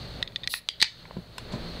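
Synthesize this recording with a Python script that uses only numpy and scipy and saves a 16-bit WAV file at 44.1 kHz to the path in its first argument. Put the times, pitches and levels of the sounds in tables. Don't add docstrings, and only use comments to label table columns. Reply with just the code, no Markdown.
import sys
import numpy as np
from scipy import signal
from scipy.fft import rfft, irfft
from scipy.io import wavfile
from scipy.ndimage import uniform_filter1d

SR = 44100
rng = np.random.default_rng(int(sys.argv[2]) if len(sys.argv) > 2 else 0)


def nominal_scale(level):
    x = np.asarray(level, float) / 20
    return 10 ** x


def file_out(sig):
    cols = np.atleast_2d(sig).T
    lim = np.clip(cols, -1, 1)
    pcm = np.round(lim * 32767).astype(np.int16)
    wavfile.write(sys.argv[1], SR, pcm)


N = 79380

# (frequency [Hz], level [dB], T60 [s])
WALL_MODES = [(6350, -36, .5), (7800, -43, .3)]


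def curve(rows, axis=1):
    rows = np.array(rows)
    return np.interp(np.arange(N) / SR, rows[:, 0], rows[:, axis])


def unit(x):
    return x / np.sqrt(np.mean(x ** 2))


def shaped_noise(shape):
    return unit(irfft(rfft(rng.standard_normal(N)) * shape, N))


def bands(rows, sharp=0.94):
    f = np.fft.rfftfreq(N, 1 / SR) + 1
    out = 0
    for hz, width_hz, db in rows:
        detuning = (f - hz ** 2 / f) / width_hz
        out = out + nominal_scale(db) * shaped_noise((1 + detuning ** 2) ** (-sharp / 2))
    return out


def flicker(rate_hz, db):
    k = int(SR / rate_hz)
    wander = uniform_filter1d(uniform_filter1d(rng.standard_normal(N), k), k)
    return nominal_scale(db * unit(wander))


def add(out, s, x):
    i = int(s * SR)
    out[i:i + len(x)] += x[:N - i]


def highpass(x, low_hz):
    return signal.sosfilt(signal.butter(2, low_hz, "high", fs=SR, output="sos"), x)


def strike(blows, modes, low_hz, top_hz=8000, shimmer_db=-20):
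    twins, spread_db, detune, phase_spread_rad = 3, 1.5, 0.012, 0.8
    rise_s, snap_s, shimmer_t60_s = 0.00061, 0.00035, 0.09
    out = np.zeros(N)
    t = np.arange(SR // 3) / SR
    hz, db, t60_s = np.repeat(np.array(modes), twins, axis=0).T[:, :, None]
    octaves = np.log2(hz / 4000)
    shimmer_filter = signal.butter(2, (4970, 9000), "band", fs=SR)
    for s, peak_db, tilt_db, snap_db, ring in blows:
        r = rng.standard_normal((3, len(hz), 1))
        tilt = tilt_db * np.minimum(octaves, 0) - max(tilt_db, 0) * np.maximum(octaves, 0)
        gain = nominal_scale(db + tilt + spread_db * r[0])
        mode_hz = hz * (1 + detune * np.minimum(0.118 / t60_s, 1) * r[1])
        phase = 2 * np.pi * mode_hz * t + phase_spread_rad * r[2]
        body = np.sum(gain * np.sin(phase) * 1000. ** (-t / (t60_s * ring)), axis=0)
        swell_s = rise_s * np.clip(-snap_db / 20, .1, 2)
        body = body * np.sin(np.pi / 2 * np.minimum(t / swell_s, 1)) ** 2
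        snap_hz = top_hz * nominal_scale(min(tilt_db + 6.5, 0) * 2)
        burst = rng.standard_normal(len(t)) * np.exp(-t / snap_s)
        snap = signal.lfilter(*signal.butter(3, snap_hz, fs=SR), burst)
        shimmer = signal.lfilter(*shimmer_filter, rng.standard_normal(len(t)))
        shimmer = shimmer * 1000. ** (-t / shimmer_t60_s)
        edge = snap / np.max(np.abs(snap)) + nominal_scale(shimmer_db) * shimmer
        add(out, s, nominal_scale(peak_db) * (body / np.max(np.abs(body)) + nominal_scale(snap_db) * edge))
    return highpass(out, low_hz)


def rumble():
    # (frequency [Hz], level [dB per Hz])
    spectrum = [(12, -46), (20, 8), (54, -1.5), (81, -11), (156, -7), (418, -7), (623, -10), (908, -15.5),
                (3000, -22.5), (3900, -70), (6600, -120)]
    f, rows = np.fft.rfftfreq(N, 1 / SR) + 1, np.array(spectrum)
    shape = nominal_scale(np.interp(np.log(f), np.log(rows[:, 0]), rows[:, 1])) / (1 + (f / 3200) ** 8)
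    return nominal_scale(-44) * shaped_noise(shape) * flicker(14, 1.5)


def hum():
    # (frequency [Hz], width [Hz], level [dB rms])
    bed = [(64, 42, -53), (118, 15.7, -46.5), (172.8, 4.7, -50), (228, 2.2, -55.5), (590, 100, -53.5)]
    # (frequency [Hz], level [dB])
    lines = [(58.6, -43.5), (108.5, -48), (162, -51.5)]
    t = np.arange(N) / SR
    out = bands(bed)
    for hz, db in lines:
        drift_rad = np.log(flicker(2.4, 19.0))
        out = out + nominal_scale(db - 2.0) * flicker(16.0, 1.8) * np.sin(2 * np.pi * hz * t + drift_rad)
    return out


def whirr():
    # (frequency [Hz], width [Hz], level [dB rms])
    whirr_bands = [(1510, 2200, -54), (3050, 1180, -55.5), (3750, 760, -53), (4280, 670, -48.5),
                   (6310, 260, -70.5), (8100, 400, -74)]
    return bands(whirr_bands, sharp=2.2) * flicker(21.0, 0.61)


def floor():
    # (time [s], recorder gain [dB], whirr level [dB])
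    ducking = [(0, -0.5, 0), (.1, -0.5, -0.5), (.225, 0.5, -3), (.235, -8.5, -21), (.35, -9.5, -9.5),
               (.37, -10.5, -10), (.47, -8.5, -9), (.5, -15, -35), (.64, -19.5, -15.5), (.82, -12, -8.5),
               (.9, -20, -10.5), (1.0, -11, -6), (1.2, -6, -10.5), (1.3, -10, -10.5), (1.42, -4, -4),
               (1.57, 1, -1.5), (1.68, 0.5, 1), (1.8, 1, 0.5)]
    gain_db = curve(ducking)
    whirr_db = curve(ducking, axis=2)
    hiss = rng.standard_normal(N) * nominal_scale(-68 + 0.14 * gain_db)
    return (rumble() + hum()) * nominal_scale(gain_db) + whirr() * nominal_scale(whirr_db) + hiss


def ticks():
    slips = [
        (.2268, -10, 0.5, -22, 0.66),
        (.2755, -24, 4, -43, 0.86),
        (.321, -39, -1.5, -46, .7),
        (.3597, -13.5, 6.5, -21, 0.99),
        (.4340, -24, -1, -49, 1),
        (.4400, -24, 0, -44, 1.2),
    ]
    sealed_lid = [(1920, -0.5, 0.027), (1930, -9, 0.015), (2464, -3.5, 0.018), (2770, 4.5, 0.0044),
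                  (3620, 10, 0.022), (3950, 1, 0.027), (4430, -4, 0.024), (4670, -8, 0.029),
                  (5020, -14.5, 0.045), (6470, -16.5, 0.027), (7920, -22, 0.015)]
    return strike(slips, sealed_lid, low_hz=1430)


def pierce():
    breach = [(.4745, -10.5, 0, -11, 0.82)]
    vented_lid = [(1970, -3.5, 0.024), (2290, -1, 0.009), (3080, -16, 0.014), (3630, 5.5, 0.008),
                  (4050, 2, 0.017), (4740, -2.5, 0.0098), (5340, -6.5, .01), (6100, -17, .02),
                  (8040, -17, .008)]
    return strike(breach, vented_lid, low_hz=1530, top_hz=12000, shimmer_db=-30)


def vent():
    # (time [s], level [dB])
    flow = [(.484, -72), (.497, -48), (.51, -38.5), (.522, -38), (.55, -39), (.572, -43.5), (.59, -51.5),
            (.603, -66), (.62, -82)]
    # (frequency [Hz], width [Hz], level [dB])
    jet = [(1840, 280, -30), (2800, 320, -15), (4210, 1440, 4.5), (6340, 1300, -15), (8000, 620, -9),
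           (10370, 1800, 1), (12300, 1500, -7), (14300, 1700, -5)]
    t = np.arange(N) / SR
    on = (t > flow[0][0]) & (t < flow[-1][0])
    return on * unit(bands(jet, sharp=2.17)) * nominal_scale(curve(flow) + 4) * flicker(150, 1)


def pop():
    relaxing = [(.5388, -13, 0, -11.5, 0.97)]
    dome = [(1848, 6.5, 0.02), (1470, -5, 0.014), (1170, -24, .01), (2560, 0.5, 0.015), (3800, 3.5, 0.0065)]
    return strike(relaxing, dome, low_hz=614, top_hz=3600, shimmer_db=-40)


def first_break():
    fracture = [(.6879, -8, 0, -5.5, 1)]
    bent_lid = [(1520, -43, .006), (2070, -6.5, 0.013), (3010, -5.5, 0.04), (3370, 8, 0.0092),
                (3930, 1, 0.015), (4587, -3.5, 0.034), (5560, -19, 0.028), (6500, -14, 0.0053),
                (7200, -22, 0.009), (7950, -35, 0.014), (9020, -12.5, 0.0086)]
    return strike(fracture, bent_lid, low_hz=750, top_hz=5400, shimmer_db=-29)


def rips():
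    steps = [(.7972, -46, 4, -33, .3), (.7996, -26, 8, -24, 0.22), (.8025, -21, 4.1, -13, 0.29),
             (.8040, -20, 4.5, -23, 0.56), (.8103, -21, 11, -32, 0.29), (.8156, -4.5, 3.5, -15, 0.4),
             (.8176, -13, 6, -36, 0.36), (.8190, -9, 8, -30, 0.41), (.8217, -20, 10, -30, 0.25)]
    tearing_lid = [(1990, 3, 0.021), (2730, -5, 0.022), (3680, -8, .022), (3980, 9, 0.028),
                   (4300, 3.5, 0.028), (4600, -9, 0.011), (5600, -21, 0.013), (6400, -18, .02),
                   (8130, -12, 0.064)]
    return strike(steps, tearing_lid, low_hz=1200)


def bumps():
    # (time [s], peak [dB], pitch [Hz], T60 [s])
    thuds = [
        (0.8229, -20.5, 169, 0.013),
        (1.1622, -34, 156, 0.026),
        (1.168, -16, 188, 0.024),
        (1.184, -26, 181.5, 0.051),
        (1.535, -23, 186.5, 0.037),
        (1.5397, -20, 118, 0.052),
        (1.557, -24, 216, 0.032),
    ]
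    out, t = np.zeros(N), np.arange(SR // 4) / SR
    for s, db, hz, t60_s in thuds:
        turn = 2 * np.pi * hz * t
        tone = np.sin(turn) + 0.38 * np.sin(1.84 * turn) + 0.12 * np.sin(2.5 * turn)
        add(out, s, nominal_scale(db) * tone * (1 - np.exp(-t / 0.0011)) * 1000. ** (-t / t60_s))
    return highpass(out, 80)


def cracks():
    fractures = [
        (.8246, -8, -6, -42, 1),
        (.8256, -1.5, 4, -6.5, 0.84),
        (.8279, -3.5, 3, -25.5, 0.31),
        (.8313, -30, 11, -27, 0.6),
        (.844, -21, -2, -43, 0.25),
    ]
    torn_lid = [(880, -13.5, 0.024), (1080, -15, 0.0056), (1907, 3.5, 0.02), (2296, -2, 0.037),
                (2812, -3, 0.049), (3730, 1.5, 0.019), (4084, 6.5, 0.015), (4280, -2.5, 0.045),
                (4694, 5.5, 0.026), (5140, -7, 0.017), (5230, -10, 0.026), (6370, -4, 0.029),
                (8100, -13, 0.032), (8850, -38, 0.015)]
    return strike(fractures, torn_lid + WALL_MODES, low_hz=446, top_hz=10800, shimmer_db=-30)


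def knocks():
    touches = [
        (1.0535, -33.5, 7, -31, 0.82),
        (1.1098, -28, -9, -16, 0.37),
        (1.1675, -39, 2.5, -16, 2.6),
        (1.537, -31, -7, -23, 3.4),
    ]
    hollow_can = [(583, 2.5, 0.023), (992, 7, 0.026), (1425, -0.5, .015), (1644, 2.5, 0.015),
                  (2270, 0, 0.021), (2900, -19, 0.018)]
    return strike(touches, hollow_can, low_hz=248, top_hz=2470, shimmer_db=-50)


def taps():
    touches = [
        (1.172, -40.5, 14, -28, 0.7),
        (1.3817, -21, 0.5, -7, 0.89),
        (1.3832, -24.5, 6, -28, 1.5),
    ]
    open_lid = [(997, 8.5, 0.034), (1520, 8.5, 0.011), (1680, -5, 0.025), (2250, -2, 0.016),
                (2860, 1.5, 0.062), (3130, -1.5, 0.023), (3570, 3.5, .025), (4080, 7.5, 0.014),
                (5060, 4.5, 0.012), (6220, -5, 0.015), (6600, -14, .015), (7580, -3, 0.024),
                (7800, -6, 0.024), (8500, -18, .015)]
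    return strike(touches, open_lid + WALL_MODES, low_hz=605, top_hz=10900, shimmer_db=-19)


def scuff():
    # (time [s], level [dB])
    scrape = [(1.515, -72), (1.524, -49), (1.531, -50.5), (1.542, -57), (1.57, -59)]
    t = np.arange(N) / SR
    on = (t > scrape[0][0]) & (t < scrape[-1][0])
    grain = bands([(4000, 1400, 7.0), (1780, 5200, 7), (7700, 2100, -12)], sharp=3.55)
    return on * grain * nominal_scale(curve(scrape))


def echo(x):
    level_db, t60_s, gap_s, low_hz, top_hz = -18.5, 0.24, 0.0012, 895, 5970
    t = np.arange(SR // 2) / SR
    tail = rng.standard_normal(len(t)) * 1000. ** (-t / t60_s) * np.clip(t / gap_s, 0, 1)
    tail = signal.sosfilt(signal.butter(1, [low_hz, top_hz], "band", fs=SR, output="sos"), tail)
    return nominal_scale(level_db) * signal.fftconvolve(x, tail / np.sqrt(np.sum(tail ** 2)))[:N]


def scene():
    clicks = ticks() + pierce() + pop() + first_break() + rips() + cracks() + knocks() + taps()
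    noises = vent() + scuff()
    scattered = clicks * unit(flicker(900, 7))
    steady = floor() + noises + bumps() + echo(scattered + noises)
    steady_top = signal.ellip(10, .2, 40, 15720, fs=SR, output="sos")
    return (clicks + signal.sosfilt(steady_top, steady))[None, :]


def roll_off(x):
    return signal.sosfilt(signal.butter(12, 16660, fs=SR, output="sos"), x)


def record(dry):
    ceiling, top_hz = 0.85, 16450
    soft = ceiling * np.tanh(dry / ceiling)
    mix = signal.sosfilt(signal.ellip(7, .2, 60, top_hz, fs=SR, output="sos"), soft)
    return roll_off(mix)


dry = scene()
out = record(dry)
file_out(out)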